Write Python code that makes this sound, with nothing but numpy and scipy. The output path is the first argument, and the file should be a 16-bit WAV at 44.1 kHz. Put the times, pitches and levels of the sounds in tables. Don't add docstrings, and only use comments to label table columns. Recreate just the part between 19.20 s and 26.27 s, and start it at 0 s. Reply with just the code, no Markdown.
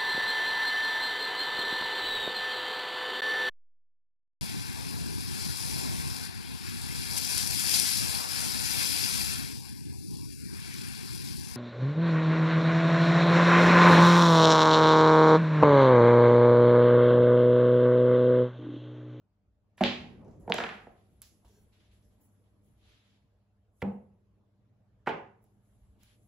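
import sys
import numpy as np
from scipy import signal
from scipy.fft import rfft, irfft, next_fast_len
from scipy.io import wavfile
from scipy.ndimage import uniform_filter1d

SR = 44100
rng = np.random.default_rng(int(sys.argv[2]) if len(sys.argv) > 2 else 0)


def unload_audio(sound):
    columns = np.transpose(np.atleast_2d(sound))
    steps = np.round(np.clip(columns, -1, 1) * 32767)
    wavfile.write(sys.argv[1], SR, steps.astype(np.int16))


def rack_gain(trim_db):
    fader = np.asarray(trim_db, float)
    return 10 ** (fader / 20)


N = 311787

# (time [s], click peak [dB], click pitch [Hz], body ring [dB], rattle [dB])
CUE_BLOWS = [
    (0.5785, -61.5, 1508, -60.5, -57.5),
    (0.6078, -31.5, 1000, -13.5, -38.5),
]
# (frequency [Hz], width [Hz], level [dB])
CUE_MODES = [(195.7, 3.4, -1), (241.3, 2.3, -3.5), (361, 13, -9), (633, 21, -1), (750.5, 21, -3.5),
             (1000, 90, -8), (1741.6, 200, -22)]


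def cue_strike():
    return blows(CUE_BLOWS, CUE_MODES, ring=1.6, rattle_s=0.054, wet_db=6.0, edge_db=-35.5, spread=1.7,
                 rise_s=0.0041, scatter=0, dense_db=-6.5, feed_db=-7.5)


# (time [s], click peak [dB], click pitch [Hz], body ring [dB], rattle [dB])
CLACKS = [
    (0.6373, -8.5, 2852, -25.5, -43.5),
]
# (frequency [Hz], width [Hz], level [dB])
BED_MODES = [(96, 20, -13), (154, 13, -8), (367, 25, -1.5), (458, 30, -8.5), (551.4, 19, -5),
             (860, 40, -12.5)]


def ball_clack():
    return blows(CLACKS, BED_MODES, ring=0.36, rattle_s=0.018, wet_db=6.0, fizz_db=-5.5, edge_db=-14.5,
                 spread=1.4, rise_s=0.0039, pan_db=-2.5)


# (time [s], click peak [dB], click pitch [Hz], body ring [dB], rattle [dB])
POCKET_CLACKS = [
    (1.3217, -6, 2800, -36, -46.5),
    (1.3828, -23.5, 2660, -37.5, -29),
    (1.3862, -27.5, 3400, -39.5, -35),
    (1.4378, -21.5, 2700, -41, -39.5),
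]
# (time [s], click peak [dB], click pitch [Hz], body ring [dB], rattle [dB])
POCKET_BLOWS = [(1.2775, -55, 1460, -29.5, -55), (1.292, -57.5, 1214, -32, -58.5),
                (1.3030, -48, 1524, -22, -53), (1.3420, -33, 1774, -27, -35),
                (1.3850, -39.5, 1200, -27.5, -32), (1.4030, -34, 1400, -29.5, -28.5),
                (1.411, -47.5, 1520, -33.5, -40), (1.4400, -38, 1560, -32.5, -30.5),
                (1.4660, -44.5, 2270, -41, -41), (1.4900, -46.5, 2355, -40.5, -41.5),
                (1.5320, -54.5, 3300, -44.5, -62.5), (1.6684, -53, 1250, -41.5, -65.5)]
# (time [s], click peak [dB], click pitch [Hz], body ring [dB], rattle [dB])
BRACKET_BLOWS = [
    (1.2980, -41, 5574, -23, -46),
    (1.3410, -27.5, 7000, -27.5, -37),
]
# (frequency [Hz], width [Hz], level [dB])
POCKET_MODES = [(212.3, 34, -3.5), (377, 22, -6.5), (472, 31, -4.5), (589.4, 46, -6), (722, 73, 0.5),
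                (903, 88, -1.5), (1400, 220, -11)]


def pocket_rattle():
    clacks = blows(POCKET_CLACKS, POCKET_MODES, ring=4.0, rattle_s=0.0075, wet_db=-5.0, fizz_db=-8.,
                   edge_db=-47, pan_db=-1.0)
    wood = blows(POCKET_BLOWS, POCKET_MODES, ring=1.4, rattle_s=0.018, wet_db=3.0, fizz_db=-8.5,
                 edge_db=-51, spread=0.62, rise_s=0.005, pan_db=-2.5)
    bracket = blows(BRACKET_BLOWS, POCKET_MODES, ring=1.7, rattle_s=0.01, wet_db=2.5,
                    edge_db=-10.5, spread=1.0, pan_db=-3.0)
    return clacks + wood + bracket


# (time [s], click peak [dB], click pitch [Hz], body ring [dB], rattle [dB])
RAIL_BLOWS = [
    (4.6188, -52, 1990, -32, -35.5),
    (4.6240, -30.5, 2300, -24.5, -39.5),
    (4.6235, -25, 210, -60.5, -72),
]
# (frequency [Hz], width [Hz], level [dB])
RAIL_MODES = [(93.8, 17, -11), (150.8, 81, -12), (197.4, 5, 1.5), (244.5, 29, -4), (389, 52, -11),
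              (489.4, 35, -6.5), (723, 180, -9.5), (890, 92, -10), (1100, 91, -22), (1388, 40, -21),
              (1765, 52, -25), (2386, 55, -28)]


def rail_knock():
    return blows(RAIL_BLOWS, RAIL_MODES, ring=1.1, rattle_s=0.012, wet_db=-14.5, feed_db=-4.0,
                 edge_db=-31.5, spread=0.25, rise_s=0.003, dense_db=-7.5, pan_db=-3.0)


# (time [s], click peak [dB], click pitch [Hz], body ring [dB], rattle [dB])
SHOT_BLOWS = [
    (5.8625, -58, 1555, -49.5, -47.5),
    (5.8700, -36.5, 2000, -37, -36),
    (5.8725, -28, 1301, -18.5, -35.5),
    (5.8795, -24, 777, -30, -38.5),
    (5.8890, -37, 2376, -33, -40.5),
    (5.8930, -25, 428.6, -34, -44.5),
]
# (frequency [Hz], width [Hz], level [dB])
SHOT_MODES = [(158, 75, -13), (228.2, 61, -4), (376.6, 54, -0.5), (446.4, 16, -5), (555, 69, -1.5),
              (703, 110, -0.5), (854, 91, 2.5), (1000, 150, 6), (1354, 210, -7.5), (2000, 270, -11),
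              (2590, 340, -20.5)]


def second_shot():
    return blows(SHOT_BLOWS, SHOT_MODES, ring=0.75, rattle_s=0.045, wet_db=-2.0, edge_db=-45.0,
                 spread=0.4, dense_db=-6.0, pan_db=-2.14)


# (time [s], click peak [dB], click pitch [Hz], body ring [dB], rattle [dB])
TICKS = [
    (1.047, -68.5, 6000, -58.5, -83.5),
    (1.080, -79.5, 6190, -50, -79.5),
    (1.110, -65.5, 6970, -67.5, -79.5),
    (1.210, -66.5, 7540, -70.5, -83),
    (2.0183, -29.5, 10490, -88.5, -51.5),
    (2.283, -64, 6210, -75, -75),
    (2.826, -73, 5620, -80, -82.5),
    (2.2478, -72, 8820, -58.5, -72),
    (6.2412, -54, 10880, -63.5, -82),
]
# (time [s], click peak [dB], click pitch [Hz], body ring [dB], rattle [dB])
SNAPS = [
    (6.8335, -44.5, 10390, -81.5, -58),
]


def ticks_and_snap():
    ticks = blows(TICKS, POCKET_MODES, ring=2.3, rattle_s=0.039, wet_db=3.0, cycles=4.6,
                  edge_db=-19.0, spread=1.0, pan_db=-2.2)
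    snap = blows(SNAPS, POCKET_MODES, ring=3.7, rattle_s=0.01, wet_db=-6.5, cycles=0.71,
                 edge_db=-8, spread=1.0, pan_db=-4.0)
    return ticks + snap


# (frequency [Hz], level [dB])
EDGE_TONE = [(300, -29), (1500, -14.5), (4000, 0), (6500, 6), (8000, -2), (11000, -2), (16000, 0)]
LEAN = 0.22
FEED_T60 = 0.3


def blows(rows, modes, ring, rattle_s, wet_db, cycles=1.4, edge_db=-30, spread=0.63, rise_s=0.0034,
          dense_db=-4, pan_db=-2.0, scatter=1, feed_db=0, fizz_db=0):
    out, t = np.zeros((5, N)), np.arange(SR // 2) / SR
    hz, end = np.fft.rfftfreq(len(t), 1 / SR), np.clip((.45 - t) / .08, 0, 1)
    pan = rack_gain(np.array([[.5], [-.5]]) * pan_db)
    for k, (s, click_db, click_hz, body_db, rattle_db) in enumerate(rows):
        u = t * click_hz - cycles
        delay = np.exp(-2j * np.pi * hz * cycles / click_hz)
        edge = -irfft(rack_gain(read(EDGE_TONE, hz)) * delay, len(t))
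        swing = -np.cos(2 * np.pi * u) * np.exp(-2 * ((u - LEAN) / (0.59 * cycles)) ** 2)
        click = rack_gain(click_db) * (swing + rack_gain(edge_db) * edge / abs(edge).max())

        start = .5 * np.arange(len(modes)) + scatter * rng.random(len(modes))
        body = np.zeros(len(t))
        for p, (f, width, db) in zip(start, modes):
            decay = rack_gain(db - 60 * t * width * ring / 2.0) * np.sqrt(width)
            body += decay * np.sin(2 * np.pi * (f * t + p))
        body = body * (1 - np.exp(-t / rise_s))
        body = signal.sosfilt(signal.butter(2, 70, "high", fs=SR, output="sos"), body)
        body = rack_gain(body_db) * body / abs(body).max()
        dense = rack_gain(dense_db) * np.linalg.norm(body) * plate(modes, len(t))

        peak = 1 / (1 + ((hz - click_hz) / (spread * click_hz)) ** 2) ** 1.5
        colour = hz / (hz + 500) * peak + rack_gain(edge_db + fizz_db)
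        grit = evened(irfft(rfft(rng.standard_normal(len(t))) * colour, len(t)))
        grit = rack_gain(rattle_db - 60 * (t / rattle_s) ** 1.9) * grit
        smooth = -irfft(colour * delay, len(t))
        smooth = smooth * np.linalg.norm(grit) / np.linalg.norm(smooth)

        add(out[:2], s, (click + body + grit) * pan * end)
        fresh = body * rack_gain(feed_db - 60 * t / FEED_T60)
        feed = fresh + dense + rack_gain(wet_db) * (click + smooth)
        add(out[2 + k % 3][None], s, feed[None] * end)
    return out


def plate(modes, size):
    hz = np.fft.rfftfreq(size, 1 / SR)
    f, width, db = np.transpose(modes)
    ends = hz ** 2 / (hz ** 2 + (1.9 * f[0]) ** 2) / (1 + (hz / (0.74 * f[-1])) ** 4)
    delay = np.exp(-2j * np.pi * hz * 0.0055)
    pulse = irfft(rack_gain(read(np.transpose([f, db]), hz)) * ends * delay, size)
    return pulse / np.linalg.norm(pulse)


def room(hits, live, tail_db):
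    wet = [signal.fftconvolve(x[None], room_tail(live, tail_db), axes=1)[:, :N] for x in hits[2:]]
    return hits[:2] + sum(wet)


# (frequency [Hz], t60 [s])
ROOM_T60 = [(100, 1), (210, 0.31), (330, 0.45), (700, 0.54), (2000, 0.51), (4000, 0.41), (6500, 0.52),
            (8500, 0.56), (11000, 0.93), (15000, 0.3)]
# (frequency [Hz], level [dB])
WALLS = [(100, 5), (1000, -1), (5000, 3.5), (7500, -3), (10000, -17.5), (13000, -19), (16000, -17.5)]
# (delay [ms], level [dB])
ECHOES = [(1.3, -16.5), (2.4, -25), (6.0, -17), (8.2, -21.5), (12.5, -20.5), (14.5, -19), (22.0, -17)]
ECHO_HZ = 6000


def room_tail(live, tail_db, shared=0.45, left_db=-2.0):
    taps = np.zeros((3, SR))
    grid = np.arange(300, SR - 20, 20)
    at = grid + rng.integers(0, 20, (3, len(grid)))
    np.put_along_axis(taps, at, rng.choice([-1., 1.], at.shape), 1)
    taps *= 1 - np.exp(-np.arange(SR) / SR / 0.012)
    hz, t, z = signal.stft(taps, SR, nperseg=256)
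    z *= rack_gain(read(WALLS, hz)[:, None] - 60 * t / (live * read(ROOM_T60, hz)[:, None]))
    tail = signal.istft(z, SR, nperseg=256)[1][:, :SR]
    tail = shared * tail[2] + np.sqrt(1 - shared ** 2) * tail[:2]
    low = signal.sosfiltfilt(signal.butter(2, 420, fs=SR, output="sos"), tail)
    high = (tail - low) * rack_gain(np.array([[.5], [-.5]]) * left_db)
    tail = high + low.mean(0) * 1.1 + low * 0.24
    tail *= rack_gain(tail_db) / np.linalg.norm(tail[0])
    early = np.zeros((2, SR))
    for ms, db in ECHOES:
        first = round(ms * SR * rng.uniform(.93, 1.07) / 1000)
        early[[0, 1], first + rng.integers(0, 6, 2)] += rack_gain(db)
    return tail + signal.sosfilt(signal.butter(2, ECHO_HZ, fs=SR, output="sos"), early)


# (time [s], level [dB])
ROLL = [
    [(0.8, -53), (1.09, -50), (1.27, -54)],
    [(1.6, -63.5), (1.708, -64.5), (2.006, -79), (2.432, -76), (2.6, -79.5)],
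]
# (frequency [Hz], level [dB per Hz])
ROLL_TONE = [(35, -35), (60, -5.5), (141, 1), (177, -0.5), (237, -2), (308, -5), (504, -8.5), (1020, -25.5),
             (1120, -28), (3000, -52.5), (3900, -77), (6600, -120)]


def rolling_balls():
    hz = np.fft.rfftfreq(1024, 1 / SR)
    return level(ROLL) * noise(ROLL_TONE, 1 - .5 * hz / (hz + 300), patchy_db=3.5)


# (time [s], level [dB])
STIR = [(0, -112), (.55, -110), (.9, -96), (1.7, -91), (2.0, -88.5), (2.5, -95), (3.0, -99.5), (3.5, -96.5),
        (4.1, -104), (5.8, -106), (6.3, -100), (6.6, -92), (7.07, -96)]
# (start [s], rise [s], hold [s], level [dB], dying away [dB per s])
SWEEPS = [(1.738, 0.041, 0.032, -82.5, 151.5), (2.244, .008, 0.018, -77.5, 77),
          (2.514, 0.016, 0.039, -74.5, 200), (2.586, 0.019, 0.054, -76.5, 99.5),
          (2.705, 0.01, 0.028, -78.5, 198), (2.9, 0.012, 0.028, -89, 149.5),
          (3.223, 0.02, 0.023, -88.5, 201), (3.456, .02, 0.027, -90.5, 200),
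          (3.531, 0.15, 0.053, -68.5, 68), (3.823, 0.037, 0.11, -81.5, 404.5),
          (4.596, 0.012, .01, -77, 304), (5.853, .008, .008, -79, 297.5), (6.6, 0.027, 0.024, -99, 250),
          (6.776, 0.042, .11, -72, 303)]
# (start [s], rise [s], hold [s], level [dB],
# finest hiss relative [dB])
SWISHES = [(1.342, .003, .05, -68.5, -5.5), (0.569, .006, 0.066, -71, -16), (2.02, 0.0029, 0.054, -89, 17),
           (1.04, .04, 0.052, -109.5, -25), (1.191, 0.01, 0.0059, -77, -6.5),
           (1.867, 0.047, 0.047, -96.5, 1), (2.244, 0.016, 0.17, -80.5, -5),
           (2.707, 0.024, 0.026, -81, -18), (2.82, 0.032, 0.085, -86.5, -16),
           (2.992, 0.024, 0.036, -77.5, 2), (3.403, 0.046, 0.031, -83, -7.5),
           (4.501, 0.088, 0.032, -78.5, -22), (6.204, 0.023, 0.013, -84.5, 1),
           (6.393, 0.064, .1, -85.5, -35), (6.785, .01, .02, -86.5, 0), (6.824, 0.003, 0.031, -81, 0.5),
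           (6.879, 0.034, 0.028, -93, -14.5), (6.981, 0.048, 0.069, -82.5, -12)]
# (frequency [Hz], level [dB])
RUSTLE_TONE = [(500, -22), (900, -10), (1700, -4), (2500, -2), (3400, 0), (4300, -5), (6000, -12),
               (8000, -18), (9500, -40)]
# (frequency [Hz], level [dB])
HISS_TONE = [(2500, -15.5), (4500, -16.5), (7000, -2), (11000, 5), (12800, -9.5), (13600, -26.5)]
# (frequency [Hz], level [dB])
TOP_TONE = [(12800, -15.5), (14000, 6.5), (15000, -1.5), (15800, 0.5), (16200, -30)]
STIR_HISS_DB, SWEEP_HISS_DB = 4.5, -15.5
SWISH_FALL, CRISP_FALL = 79, 500.


def clothes():
    cloth = noise(RUSTLE_TONE, 0.064, patchy_db=1.3, size=512)
    hiss = noise(HISS_TONE, -0.36, patchy_db=2.0, size=512)
    finest = noise(TOP_TONE, -.3, patchy_db=2.5, size=512)
    stir = level([STIR])
    sweep = swells(SWEEPS, [r[4] for r in SWEEPS])
    fine = rack_gain(STIR_HISS_DB) * stir + rack_gain(SWEEP_HISS_DB) * sweep + swells(SWISHES, SWISH_FALL)
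    crisp = swells(SWISHES, CRISP_FALL, [r[4] for r in SWISHES])
    return (stir + sweep) * cloth + fine * hiss + crisp * finest


# (time [s], level [dB])
SQUEAK = [
    (2.255, -88.5),
    (2.28, -80),
    (2.36, -68),
    (2.42, -75.5),
    (2.46, -91.5),
]
# (frequency [Hz], width [Hz], level [dB])
SQUEAK_BANDS = [(412, 49, 0), (1600, 87, -14), (4300, 160, -17), (5230, 140, -23), (5730, 250, -11.5),
                (6400, 130, -17), (7070, 170, -13)]


def wood_squeak():
    return level([SQUEAK]) * bands(SQUEAK_BANDS)


# (time [s], level [dB])
THUDS = [(.62, -50), (0.789, -57), (.96, -59), (1.119, -59), (1.22, -56), (1.43, -58), (1.949, -60),
         (2.25, -55.5), (2.691, -61), (2.729, -61), (2.85, -59.5), (2.95, -65.5), (3.241, -67.5),
         (3.429, -67.5), (3.56, -64), (3.67, -68.5), (4.63, -56.5), (5.891, -63), (6.54, -70), (6.69, -70),
         (6.87, -67)]
THUD_HZ, THUD_RISE_S, THUD_T60 = 56., 0.008, 0.23


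def thuds():
    out, t = np.zeros((1, N)), np.arange(SR // 3) / SR
    shape = (1 - np.exp(-t / THUD_RISE_S)) * rack_gain(-60 * t / THUD_T60)
    for (s, db), bend in zip(THUDS, rng.uniform(-0.24, 1, len(THUDS))):
        swing = shape * np.sin(2 * np.pi * THUD_HZ * (1 + 0.11 * bend) * t)
        add(out, s, (rack_gain(db + 1.5) * swing / abs(swing).max())[None])
    return out


def floorboards():
    tone = [(18, -21.5), (30, -12.5), (60, 5.5), (90, -7.0), (140, -36)]  # (Hz, dB)
    stir = level([STIR])
    return rack_gain(-69.5) * (stir / stir.max()) ** 0.37 * noise(tone, 0.92, patchy_db=6.5, size=4096)


# (time [s], level [dB])
FAN = [
    (2.6, -89.5),
    (3.1, -78),
    (4.2, -79),
    (5.0, -83),
    (5.4, -70),
    (7.07, -69),
]


def fan_motor():
    return level([FAN]) * np.sin(2 * np.pi * 117 * np.arange(N) / SR)


# (time [s], level [dB])
FLOOR = [(0, -72.5), (.45, -73.5), (.7, -63.5), (2.1, -66.5), (2.8, -65.5), (3.6, -67), (4.4, -70.5),
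         (5.5, -68.5), (7.07, -67)]
# (frequency [Hz], level [dB per Hz])
FLOOR_TONE = [(35, -40), (60, -11), (70, -16), (107, -5.5), (134, -16.5), (205, -9.5), (229, -21),
              (293, -18), (383, -24.5), (448, -19.5), (560, -30), (613, -25), (1250, -33.5), (1830, -39.5),
              (12500, -58), (16200, -89.5), (22000, -120)]
# (frequency [Hz], likeness [0-1])
SAME = [(60, 0.94), (180, 0.61), (550, 0.68), (1650, 0.083), (4970, 0.066), (15000, 0.17)]
# (frequency [Hz], width [Hz], level [dB])
HUM = [(48, 6, -6), (104, 15, 0), (204, 24, -4), (447, 4, -19), (575, 12, -17)]
# (frequency [Hz], level [dB])
MAINS = [(100, -1), (200, -8.5), (300, -22), (600, -18.5)]


def room_floor():
    hz = np.fft.rfftfreq(1024, 1 / SR)
    floor = rack_gain(-4.0) * noise(FLOOR_TONE, read(SAME, hz), patchy_db=2.5)
    floor = floor + rack_gain(-11.5) * bands(HUM)
    for f, db in MAINS:
        floor = floor + rack_gain(db) * np.sin(2 * np.pi * (f * np.arange(N) / SR + rng.random()))
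    return level([FLOOR]) * floor


def evened(x):
    return x / np.sqrt(np.mean(x ** 2) + 1e-20)


def read(points, hz):
    f, value = np.transpose(points)
    return np.interp(np.log(hz + 1), np.log(f + 1), value)


def add(mix, s, sound):
    part = mix[:, round(s * SR):][:, :sound.shape[1]]
    part += sound[:, :part.shape[1]]


def level(tables):
    t, out = np.arange(N) / SR, np.zeros(N)
    for rows in tables:
        s, db = np.transpose(rows)
        fade = np.clip(np.minimum(t - s[0], s[-1] - t) / 0.0096 + 1, 0, 1)
        out += fade * rack_gain(np.interp(t, s, db))
    return out


def swells(rows, fall, extra_db=0):
    start, rise, hold, db = np.transpose(rows)[:4, :, None]
    t = np.arange(0, N / SR + .01, .001)
    fading = np.reshape(fall, (-1, 1)) * np.clip(t - start - rise - hold, 0, 9)
    peak_db = db + np.reshape(extra_db, (-1, 1))
    gain = np.clip((t - start) / rise, 0, 1) ** 2 * rack_gain(peak_db - fading)
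    return np.interp(np.arange(N) / SR, t, gain.sum(0))


def noise(tone, same, patchy_db, size=1024):
    frames, hz = 4 * N // size + 5, np.fft.rfftfreq(size, 1 / SR)
    a, b, c, d, patches = rng.standard_normal((frames, len(hz), 5)).T
    patches = uniform_filter1d(uniform_filter1d(patches, size=8, axis=0), size=8, axis=1)
    same = np.clip(same * np.ones(len(hz)), -1, 1)[:, None]
    left = a + 1j * b
    z = np.array([left, same * left + np.sqrt(1 - same ** 2) * (c + 1j * d)])
    f, db = np.transpose(tone)
    tone_db = np.interp(np.log(hz + 1), np.log(f + 1), db, left=-80, right=-80)
    z *= rack_gain(tone_db[:, None] + patchy_db * evened(patches))
    return evened(signal.istft(z, nperseg=size, noverlap=3 * size // 4)[1][:, :N])


def bands(table):
    hz = np.fft.rfftfreq(N, 1 / SR)
    shape = sum(rack_gain(db) / np.sqrt(w) * np.exp(-((hz - f) / w) ** 2) for f, w, db in table)
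    return evened(irfft(rfft(rng.standard_normal(N)) * shape, N))


def scene():
    far = cue_strike() + ball_clack() + pocket_rattle()
    near = rail_knock() + second_shot() + ticks_and_snap()
    hits = room(far, live=0.96, tail_db=-8.5) + room(near, live=0.82, tail_db=-6.0)
    moving = rolling_balls() + clothes() + wood_squeak() + thuds() + floorboards()
    return hits + moving + fan_motor() + room_floor()


def band_limit(x):
    return signal.sosfilt(signal.butter(12, 16960, fs=SR, output="sos"), x)


# (frequency [Hz], width [Hz], depth [dB])
NOTCHES = [
    (8885, 700, -29),
    (13310, 490, -16.5),
]


def record(dry):
    size = next_fast_len(N + 4096)
    hz = np.fft.rfftfreq(size, 1 / SR)
    colour_db = sum(db * np.exp(-((hz - f) / w) ** 4) for f, w, db in NOTCHES)
    colour_db = colour_db - 14 * np.clip((hz - 15700) / 200, 0, 1)
    colour = rack_gain(colour_db) * (hz < 16900) * (hz > 15)
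    x = irfft(rfft(dry, size) * colour, size)[:, :N]
    x[0] = np.roll(x[0], 1)
    return band_limit(x)


dry = scene()
out = record(dry)
unload_audio(out)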